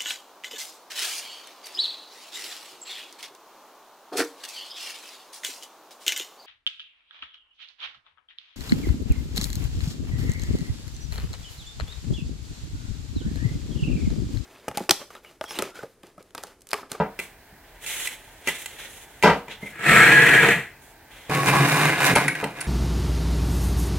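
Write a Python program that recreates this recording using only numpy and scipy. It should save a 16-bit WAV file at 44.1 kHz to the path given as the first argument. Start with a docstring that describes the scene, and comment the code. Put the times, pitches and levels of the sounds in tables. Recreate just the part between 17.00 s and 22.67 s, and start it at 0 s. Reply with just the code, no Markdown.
"""A wooden frame held in metal corner clamps is dragged round on a bench, knocking, its clamp screws clinking.
Before it, sanding blocks are wiped and put down, and a grille of thin slats is pushed, rasping and juddering.
Small workshop, two microphones: blocks and grille lie a little to the left, the frame a little to the right.
Rubbing is made of tiny random slips that ring a filtered body; blows are dying noise through wooden bodies
and decaying sines for the metal. Echoes and a steady hush make the room."""
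import sys
import numpy as np
from scipy import signal
from scipy.fft import rfft, irfft
from scipy.io import wavfile

SR = 44100
rng = np.random.default_rng(int(sys.argv[2]) if len(sys.argv) > 2 else 0)


def wav_out(sig):
    """Save sig, one row per channel (or a flat mono array), as 16-bit PCM at SR to the path in sys.argv[1]."""
    wavfile.write(sys.argv[1], SR, np.round(np.clip(np.atleast_2d(sig).T, -1, 1) * 32767).astype(np.int16))


N = 250047
T = np.arange(N) / SR  # seconds


def from_db(db):
    """Decibels to gain."""
    return np.exp(np.asarray(db) * (np.log(10) / 20))


def rms_one(x):
    """Scale to rms 1."""
    return x / np.sqrt(np.mean(x ** 2) + 1e-20)


def gains(rows):
    """One gain curve for each dB column, practically silent outside the rows."""
    s, *columns = np.transpose(rows)
    out = np.zeros((len(columns), N))
    span = slice(*np.searchsorted(T, [s[0], s[-1]]))
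    out[:, span] = [from_db(np.interp(T[span], s, column)) for column in columns]
    return out + 1e-12


def through(x, response):
    """Pass a signal through an impulse response."""
    return signal.oaconvolve(x, response)[:len(x)]


def cut(x, hz, kind, order=2):
    """Butterworth filter."""
    edges = np.clip(hz, 10, .45 * SR)
    return signal.sosfilt(signal.butter(order, edges, kind, fs=SR, output="sos"), x)


def body(colour, modes=(), size=8192):
    """Causal impulse response of a broad colour with resonances on top."""
    hz = np.arange(size // 2 + 1) * SR / size
    points = np.array(colour)
    db = np.interp(np.log(hz + 1), np.log(points[:, 0]), points[:, 1])
    # resonances lift the power
    lift = 1 + sum((from_db(2 * up) - 1) / (1 + (2 * (hz - centre) / width) ** 2)
                   for centre, width, up in modes)
    # folding the cepstrum gives minimum phase: the body answers at once
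    cepstrum = irfft(np.log(from_db(db) * np.sqrt(np.maximum(lift, 1e-2))))
    cepstrum[1:size // 2] *= 2
    cepstrum[size // 2 + 1:] = 0
    return irfft(np.exp(rfft(cepstrum)))


def drift(rate):
    """Smooth chance with spread 1, changing about rate times a second."""
    return rms_one(np.interp(T * rate, np.arange(N), rng.standard_normal(N)))


def dying_noise(t60, size=16384):
    """Countless overlapping modes or echoes fading together, 60 dB in t60 seconds; energy 1."""
    tail = rng.standard_normal(size) * from_db(-60 * T[:size] / t60)
    return tail / np.linalg.norm(tail)


def add(out, s, sound):
    """Mix a sound in at a time in seconds."""
    at = max(round(s * SR), 0)
    out[at:at + len(sound)] += sound[:N - at]


def blow(sound, db):
    """Give a blow the energy of one millisecond at this level."""
    return from_db(db) * sound * np.sqrt(SR / 1000) / np.linalg.norm(sound)


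def stroke(s, length_s, rise, fall, sag=0):
    """Gain of one hand movement: it swells, holds or sags, and dies away; slopes in dB per second."""
    swell = -rise * np.maximum(s - T, 0)
    hold = -sag * np.clip(T - s, 0, length_s)
    fade = -fall * np.maximum(T - s - length_s, 0)
    return from_db(np.maximum(swell + hold + fade, -200))


def strokes(rows, rise, fall):
    """Like movements, the strongest prevailing: one gain curve for each dB column."""
    out = 0
    for s, length_s, *db in rows:
        out = np.maximum(out, from_db(db)[:, None] * stroke(s, length_s, rise, fall))
    return out


def friction(per_s, spread_db, hiss_db, chatter_db, chatter_rate):
    """Fibres catch and let go: uneven tiny slips over a fine hiss, bunched as the part chatters."""
    sizes = from_db(spread_db * np.minimum(rng.exponential(1, N), 4)) * rng.choice([-1, 1], N)
    slips = rms_one(sizes * (rng.random(N) < per_s / SR))
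    hiss = from_db(hiss_db) * rng.standard_normal(N)
    return (slips + hiss) * from_db(chatter_db * drift(chatter_rate))


def slide(slips, response, rumble, rasp, grit, low_hz, high_hz):
    """Slips ring a body: weight brings out its rumble, speed its rasp, dust its grit."""
    x = through(slips, response)
    low = cut(x, low_hz, "low", order=4)
    middle = cut(x, [low_hz, high_hz], "band", order=4)
    high = cut(x, high_hz, "high", order=4)
    return rms_one(low) * rumble + rms_one(middle) * rasp + rms_one(high) * grit


def stick_slip(hz, width_hz):
    """Slips lock on to one resonance and make a wavering tone."""
    r = np.exp(-np.pi * width_hz / SR)
    resonance = [1, -2 * r * np.cos(2 * np.pi * hz / SR), r * r]
    tone = signal.lfilter([1, 0, -1], resonance, rng.standard_normal(N))
    flattened = np.tanh(2 * rms_one(tone))
    return rms_one(cut(flattened, [hz * .8, hz * 1.2], "band"))


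def ringing(modes):
    """Fine slips keep a set of narrow resonances sounding."""
    slips, out = rng.standard_normal(N), 0
    for hz, width_hz, db in modes:
        out = out + from_db(db) * cut(slips, [hz - width_hz / 2, hz + width_hz / 2], "band", order=1)
    return rms_one(out)


# Hush of the empty workshop. Each row: frequency in Hz, relative level in dB per Hz.
HUSH_COLOUR = [(20, -42), (40, 5), (58, -4), (110, -4), (190, -12.5), (260, -8.5), (420, -10), (530, -15.5),
               (640, -9), (900, -8), (1080, -16.5), (1380, -17.5), (1560, -9), (2100, -14), (3500, -25),
               (6000, -29), (11000, -28.5), (16000, -24.5)]
# How far the two microphones disagree. Each row: frequency in Hz, side against mid in dB.
STEREO_WIDTH = [(60, -20), (140, -57), (300, -19), (1000, -10), (2200, -12.5), (4000, 1.5), (16000, -2.5)]
HUSH_DB = -51.5


def background():
    """Steady filtered noise, partly different at the two microphones."""
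    mid, side = (rms_one(through(rng.standard_normal(N), body(HUSH_COLOUR))) for _ in range(2))
    side = through(side, body(STEREO_WIDTH))
    return from_db(HUSH_DB) * np.array([mid + side, mid - side])


ROOM_T60_S, ROOM_DB, EARLY_DB = 0.3, -7.5, 0


def workshop(x, early_t60=0.025, thin_hz=260):
    """Near surfaces and then the walls answer a blow; the echoes differ between the two microphones."""
    def echoes():
        # near surfaces answer after 1.25 ms, walls after 10 ms
        early = np.roll(np.pad(dying_noise(early_t60), (0, SR // 100)), SR // 800)
        late = np.pad(dying_noise(ROOM_T60_S), (SR // 100, 0))
        return from_db(EARLY_DB) * early + from_db(ROOM_DB) * late
    mid = x + through(x, cut(echoes(), thin_hz, "high"))
    side = through(x, through(echoes(), body(STEREO_WIDTH)))
    return np.array([mid + side, mid - side]) / np.sqrt(1 + from_db(2 * EARLY_DB) + from_db(2 * ROOM_DB))


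SCRAPE_ROOM_DB = -6  # walls against the direct scrape


def moving(source, pan_db, lag_s):
    """A sliding part touches at many points, so part of its sound differs between the two microphones."""
    mid, side = source(), through(source(), body(STEREO_WIDTH))
    walls = cut(np.pad(dying_noise(ROOM_T60_S), (SR // 200, 0)), 310, "high")
    mid = mid + from_db(SCRAPE_ROOM_DB) * through(mid, walls)
    # from one side, long waves arrive late at the far microphone and short ones are shadowed
    hz = np.arange(N // 2 + 1) * SR / N
    delay = -1j * np.pi * hz * lag_s / (1 + (hz / 2500) ** 4)
    shadow = (from_db(pan_db / 2) - 1) * hz ** 2 / (hz ** 2 + 600 ** 2)
    side = side + irfft(rfft(mid) * (delay + shadow), N)
    return np.array([mid + side, mid - side])


# Colour of wood being rubbed. Each row: frequency in Hz, relative level in dB per Hz.
RUBBED_WOOD_COLOUR = [(88, -22), (150, -14), (244, -17), (376, -9), (439, -6), (1140, -14), (1940, 2),
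                      (2650, 1), (3420, -0.5), (4760, -15.5), (6510, 0), (10200, 1.5), (16000, -8.5)]
# Resonances of a hand-sized block. Each row: frequency in Hz, width in Hz, lift in dB.
BLOCK_RESONANCES = [(465, 15, 1.6), (875, 51, 4.2), (2026, 25, 5), (2380, 90, 1.3), (3290, 330, 1.8)]
# Wipes of sanding blocks and hands over wood.
# Each row: start in seconds, length in seconds, rasp level in dB, grit against rasp in dB.
WIPE_STROKES = [(0.216, 0.022, -46.5, -2.5), (0.65, 0.21, -62, -9), (0.834, .03, -45, -1.5),
                (0.877, 0.062, -35, -1), (0.967, 0.094, -37, 0), (1.109, .025, -44.5, -3),
                (1.18, 0.36, -58, -3.5), (1.483, 0.012, -32, -7), (1.55, 0.012, -38, -4.5),
                (1.586, 0.037, -44.5, 0.5), (1.676, 0.12, -50.5, -3.5), (1.792, 0.076, -43.5, -7),
                (1.88, .15, -52.5, 1), (2.08, 0.31, -59, -2), (2.515, .008, -38.5, -18),
                (2.62, 0.09, -53, -4.5), (3.82, 0.087, -66, 5.5), (4.116, 0.2, -53, -9)]
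WIPE_RISE_DB_PER_S, WIPE_FALL_DB_PER_S = 529, 336
# the block's hollow note: level at full rasp; share of the rasp's swing
WIPE_HOLLOW_DB, WIPE_HOLLOW_FOLLOWS = -30, 0.51


def sanding_blocks():
    """Abrasive paper brushes the bench and the other block; fingers brush the wood."""
    slips = friction(per_s=3000, spread_db=1.0, hiss_db=4.5, chatter_db=1.5, chatter_rate=90)
    rows = [(s, length_s, db, db + grit_db) for s, length_s, db, grit_db in WIPE_STROKES]
    rasp, grit = strokes(rows, WIPE_RISE_DB_PER_S, WIPE_FALL_DB_PER_S)
    hollow = from_db(WIPE_HOLLOW_DB) * rasp ** WIPE_HOLLOW_FOLLOWS
    wood = body(RUBBED_WOOD_COLOUR, BLOCK_RESONANCES)
    return slide(slips, wood, hollow, rasp, grit, low_hz=1170, high_hz=4700)


# Colour of a small struck block. Each row: frequency in Hz, relative level in dB per Hz.
STRUCK_BLOCK_COLOUR = [(100, -21), (400, -1.5), (900, -14.5), (1500, -9.5), (2400, 1.5), (3400, -15.5),
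                       (5000, -24), (8000, -17.5), (16000, -31)]
# Blocks and slats clacking.
# Each row: time in seconds, level in dB before the common trim, extra edge in dB.
WOOD_CLACKS = [(0.191, -15, -12), (0.198, -16, -3), (0.863, -21.5, 24), (1.0724, -13, 34),
               (1.4735, -8.5, -15), (1.483, -8.5, -27), (1.489, -12, -10), (1.659, -19, 26),
               (2.226, -7.5, -42), (2.2325, -9, -24), (2.482, -28, -23), (4.349, -13, -20),
               (5.352, -22, -12), (5.441, -13.5, -17)]


def clacks(t60=0.011, edge_hz=5000, level_db=-2.56):
    """Small pieces of wood ring briefly; a sharp edge adds a tick."""
    out, block = np.zeros(N), body(STRUCK_BLOCK_COLOUR, BLOCK_RESONANCES)
    for s, db, edge_db in WOOD_CLACKS:
        ring = through(dying_noise(t60), block)
        tick = from_db(edge_db) * cut(ring, edge_hz, "high", order=1)
        add(out, s, blow(ring + tick, db + level_db))
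    return out


# Colour of the bench top. Each row: frequency in Hz, relative level in dB per Hz.
BENCH_TOP_COLOUR = [(30, -19), (70, -7.5), (115, -14.5), (165, -0.5), (260, -10), (450, -1), (750, -3.5),
                    (1100, -6.5), (1600, -9), (2500, -11.5), (4000, -22), (9000, -24), (16000, -17)]
# Resonances of the bench top. Each row: frequency in Hz, width in Hz, lift in dB.
BENCH_RESONANCES = [(160, 66, 5), (205, 8.5, 7), (278, 30, 7.5), (380, 26, 3.5), (445, 20, 3), (620, 43, 2),
                    (760, 54, 3.5), (963, 49, 5.5), (1203, 68, 2), (1880, 120, -2)]
# Blows that shake the bench.
# Each row: time in seconds, level in dB before the common lift, contact hardness as a treble limit in Hz.
BENCH_THUDS = [(0.001, -5, 1530), (0.193, -31, 1520), (0.525, -37, 130), (1.475, -24.5, 2000),
               (2.236, 1, 4960), (2.246, -3, 3000), (2.258, -2, 3000), (2.273, -1, 3320), (2.297, -4, 3180),
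               (2.48, -29, 900), (2.628, -22, 307), (2.915, -6.5, 300), (3.436, -8.5, 2500),
               (3.563, -18, 247), (4.294, -17, 253), (4.475, -16, 400), (4.5309, -11, 1500),
               (5.16, -3, 4000), (5.428, -11, 1190)]


def thuds(t60=0.19, level_db=3, push_db=-8):
    """One push and the bench top booms; a soft contact leaves out the treble."""
    out, bench = np.zeros(N), body(BENCH_TOP_COLOUR, BENCH_RESONANCES)
    for s, db, hard_hz in BENCH_THUDS:
        shake = dying_noise(t60)
        shake[0] += from_db(push_db)
        boom = cut(through(shake, bench), hard_hz, "low")
        add(out, s, blow(boom, db + level_db))
    return out


# Colour of the slatted grille. Each row: frequency in Hz, relative level in dB per Hz.
GRILLE_BODY_COLOUR = [(24, -69), (40, -20), (96, -17.5), (144, -2), (231, -8.5), (444, -8), (570, -13.5),
                      (715, -11), (1150, -18), (1480, -10.5), (1630, -8.5), (2500, -10), (4800, -43),
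                      (7930, -33), (16000, -46.5)]
# Resonances of the slats. Each row: frequency in Hz, width in Hz, lift in dB.
SLAT_RESONANCES = [(144, 67, 4.9), (328, 30, 4.7), (458, 23, 8), (687, 20, 7), (1690, 39, 6),
                   (1854, 74, 7.3), (1920, 130, 8.3), (2340, 22, 8.5), (2514, 55, 5.3), (3224, 48, 8),
                   (3590, 40, 8.4), (4220, 250, 5.3)]
# Resonances of a glue bottle pushed along with the grille. Each row: frequency in Hz, width in Hz, relative
# level in dB.
BOTTLE_RESONANCES = [(1260, 21, 2), (1327, 26, 12.5), (1960, 14, -14), (2200, 29, 10.5), (2430, 9.4, -13),
                     (2520, 22, -17), (4140, 41, -16), (5320, 45, -22), (7650, 410, -13.5)]
# Slats catching and slipping in step. Each row: start in seconds, length in seconds, level in dB.
SLAT_JUDDERS = [(3.01, 0.056, -14), (3.17, 0.022, -12), (3.35, 0.033, -17)]
# Squeaks as the grille is gripped. 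Each row: start in seconds, length in seconds, level in dB.
GRIP_SQUEAKS = [(2.634, 0.0069, -35.5), (2.667, .011, -34)]
# one push of the grille: it gets up to speed, eases off steadily and stops
PUSH_START_S, PUSH_LENGTH_S, PUSH_DB = 2.8944, 0.62, -14.5
PUSH_RISE_DB_PER_S, PUSH_SAG_DB_PER_S, PUSH_FALL_DB_PER_S = 231, 6, 178
PUSH_RUMBLE_DB, PUSH_GRIT_DB = -6.5, -15.5  # against the rasp
# early in the push a glue bottle, shoved along with the grille, rings brightly
BOTTLE_START_S, BOTTLE_LENGTH_S, BOTTLE_DB, BOTTLE_FALL_DB_PER_S = 2.91, 0.092, -18, 110
JUDDER_HZ, JUDDER_WIDTH_HZ, JUDDER_RISE_DB_PER_S, JUDDER_FALL_DB_PER_S = 1658, 28, 160, 170
SQUEAK_HZ, SQUEAK_WIDTH_HZ, SQUEAK_FADE_DB_PER_S = 2110, 32, 1100


def grille():
    """Slat ends rasp over the bench and now and then judder in step."""
    slips = friction(per_s=1200, spread_db=1.5, hiss_db=0.5, chatter_db=1.9, chatter_rate=190)
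    push = from_db(PUSH_DB) * stroke(PUSH_START_S, PUSH_LENGTH_S, PUSH_RISE_DB_PER_S,
                                     PUSH_FALL_DB_PER_S, PUSH_SAG_DB_PER_S)
    rumble, grit = push * from_db(PUSH_RUMBLE_DB), push * from_db(PUSH_GRIT_DB)
    slats = body(GRILLE_BODY_COLOUR, SLAT_RESONANCES)
    scrape = slide(slips, slats, rumble, push, grit, low_hz=1120, high_hz=4530)
    bearing = stroke(BOTTLE_START_S, BOTTLE_LENGTH_S, PUSH_RISE_DB_PER_S, BOTTLE_FALL_DB_PER_S)
    bottle = from_db(BOTTLE_DB) * bearing * ringing(BOTTLE_RESONANCES)
    judder_gain = strokes(SLAT_JUDDERS, JUDDER_RISE_DB_PER_S, JUDDER_FALL_DB_PER_S)[0]
    judder = judder_gain * stick_slip(JUDDER_HZ, JUDDER_WIDTH_HZ)
    squeak_gain = strokes(GRIP_SQUEAKS, SQUEAK_FADE_DB_PER_S, SQUEAK_FADE_DB_PER_S)[0]
    squeak = squeak_gain * stick_slip(SQUEAK_HZ, SQUEAK_WIDTH_HZ)
    return scrape + bottle + judder + squeak


# Modes of a clamp's body. 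Each row: frequency in Hz, level in dB, t60 in seconds, before the grip's chance.
CLAMP_BODY_MODES = [(1530, -9.5, 0.055), (1690, -1, 0.02), (1926, -6, .025), (2224, 3, 0.023),
                    (2470, -11.5, 0.023), (2840, -20, 0.047), (4030, -25, 0.026)]
# Modes of the clamp's loose handle, in the same columns: Hz, dB, seconds.
LOOSE_HANDLE_MODES = [(5830, -21, .015), (6840, -11, 0.018), (8500, -3, 0.016), (9950, 7, 0.022),
                      (9700, 17, 0.0083), (10200, 0, 0.028), (10460, 6, .02), (11000, -11, .015)]
# Clamp screws clinking.
# Each row: time in seconds, body level in dB, handle level in dB, both before the common trims.
SCREW_CLINKS = [(5.1535, -4, -13), (5.157, -3, -7.5), (5.1615, -1, -27), (5.2807, -1, -13.5),
                (5.2835, -3.5, -38), (5.3525, -11, -37), (5.441, -25, -30), (5.606, -36, -22),
                (5.611, -18, -17)]


def clinks(contact_s=0.012, contact_db=-3, crack_s=0.028, crack_db=-8, level_db=-4.5, size=8192):
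    """Each touch cracks and rings clamp and handle; the grip shifts every mode's strength and pitch a little."""
    out, t = np.zeros(N), T[:size]
    for s, *levels in SCREW_CLINKS:
        for modes, db in zip((CLAMP_BODY_MODES, LOOSE_HANDLE_MODES), levels):
            # spreads: strength in dB, detuning as a fraction, phase in radians
            chance = rng.normal(0, (2.5, .015, 2), (len(modes), 3))
            ring = np.zeros(size)
            for (hz, level, t60), (up, detune, phase) in zip(modes, chance):
                fade = from_db(level + up - 60 * t / t60)
                ring += fade * np.sin(2 * np.pi * hz * (1 + detune) * t + phase)
            ring = ring * np.minimum(t * 3000, 1)  # onset of a third of a millisecond
            contact = from_db(contact_db) * through(ring, dying_noise(contact_s))
            add(out, s, blow(ring + contact, db + level_db))
        crack = cut(dying_noise(crack_s), [2500, 11000], "band", order=3)
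        add(out, s, blow(crack, levels[1] + crack_db))
    return out


# Colour of the clamped frame. Each row: frequency in Hz, relative level in dB per Hz.
FRAME_BODY_COLOUR = [(24, -104), (40, -27), (96, -19.5), (140, 3), (243, -13.5), (283, -6), (585, -19),
                     (1040, -13.5), (1340, -16), (2440, -14.5), (3220, -26.5), (3740, -29.5), (4680, -30.5),
                     (9450, -24), (16000, -34)]
# Resonances of the frame. Each row: frequency in Hz, width in Hz, lift in dB.
FRAME_RESONANCES = [(141, 28, 6.8), (358, 240, 4.9), (710, 100, 6.4), (1020, 80, 2.1), (1500, 26, 9.9),
                    (1658, 84, 7), (2064, 63, 7.4), (1330, 82, 1.5), (2423, 92, 6.5), (2826, 61, 6.4),
                    (3730, 83, 10.3)]
# Resonances of the frame's rails. Each row: frequency in Hz, width in Hz, relative level in dB.
RAIL_RESONANCES = [(801, 30, 6.5), (1032, 36, 6.5), (1103, 11, 12.5)]
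# The frame dragged round.
# Each row: time in seconds, the wood's rasp in dB, the bench's rumble in dB, the grit in dB.
DRAG_LEVELS = [(4.296, -34.5, -31, -49), (4.328, -27, -31.5, -41.5), (4.452, -30.5, -26.5, -39),
               (4.48, -17.5, -21, -29.5), (4.516, -26, -25.5, -41), (4.534, -24, -27, -35.5),
               (4.646, -23.5, -20.5, -38), (4.69, -22, -26, -32), (4.886, -21.5, -26, -36.5),
               (4.968, -25.5, -29.5, -42.5), (5.066, -19.5, -33, -28), (5.11, -17.5, -20.5, -36.5),
               (5.14, -39, -21, -38.5)]
# Last nudges as the frame is lined up.
# Each row: start in seconds, length in seconds, rasp in dB, rumble in dB.
LAST_NUDGES = [(5.173, .02, -24.5, -29.5), (5.243, .01, -33, -29.5), (5.36, .04, -36, -56),
               (5.46, 0.024, -40.5, -40), (5.57, .1, -38.5, -43.5)]
# The rails sing during the drag. Each row: start in seconds, length in seconds, level in dB.
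RAIL_SONG = [(4.31, 0.53, -30), (4.535, 0.016, -18.5)]
NUDGE_RISE_DB_PER_S, NUDGE_FALL_DB_PER_S = 397, 110
NUDGE_GRIT_DB = -15.5  # against the rasp
RAIL_RISE_DB_PER_S, RAIL_FALL_DB_PER_S = 1000, 152


def frame():
    """The heavy clamped frame grinds round in coarse slips and makes the bench top drone."""
    slips = friction(per_s=600, spread_db=2.5, hiss_db=-4, chatter_db=1.5, chatter_rate=70)
    nudges = [(s, length_s, db, rumble_db, db + NUDGE_GRIT_DB) for s, length_s, db, rumble_db in LAST_NUDGES]
    nudge_gains = strokes(nudges, NUDGE_RISE_DB_PER_S, NUDGE_FALL_DB_PER_S)
    rasp, rumble, grit = gains(DRAG_LEVELS) + nudge_gains
    wood = body(FRAME_BODY_COLOUR, FRAME_RESONANCES)
    grind = slide(slips, wood, rumble, rasp, grit, low_hz=516, high_hz=4680)
    rail_gain = strokes(RAIL_SONG, RAIL_RISE_DB_PER_S, RAIL_FALL_DB_PER_S)[0]
    return grind + rail_gain * ringing(RAIL_RESONANCES)


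def scene():
    """Everything on the bench, heard in the room."""
    # positive pan is to the left; lag is how late the left microphone hears it
    scrapes = moving(sanding_blocks, pan_db=.9, lag_s=-4e-5)
    scrapes = scrapes + moving(grille, pan_db=.8, lag_s=-6e-5)
    scrapes = scrapes + moving(frame, pan_db=-.8, lag_s=5e-5)
    blows = workshop(thuds() + clacks() + clinks())
    return scrapes + blows + background()


# Treble colour of the two microphones. Each row: frequency in Hz, left minus right in dB.
MICROPHONE_BALANCE = [(1200, 0.9), (2400, 0.5), (4200, -6.5), (7500, -2), (14000, -4.5)]
LEVEL_BELOW_HZ = 600  # below this the microphones match
CUTOFF_HZ = 15900


def record(dry, top=1.5):
    """Each microphone has its own treble colour; peaks are rounded and the top is cut."""
    ports = []
    for x, sign in zip(dry, (1, -1)):
        colour = [(LEVEL_BELOW_HZ, 0)] + [(hz, sign * db / 2) for hz, db in MICROPHONE_BALANCE]
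        ports.append(through(x, body(colour)))
    rounded = top * np.tanh(np.array(ports) / top)
    steep = signal.ellip(12, .1, 80, CUTOFF_HZ, fs=SR, output="sos")
    return signal.sosfilt(steep, rounded)


dry = scene()
out = record(dry)
wav_out(out)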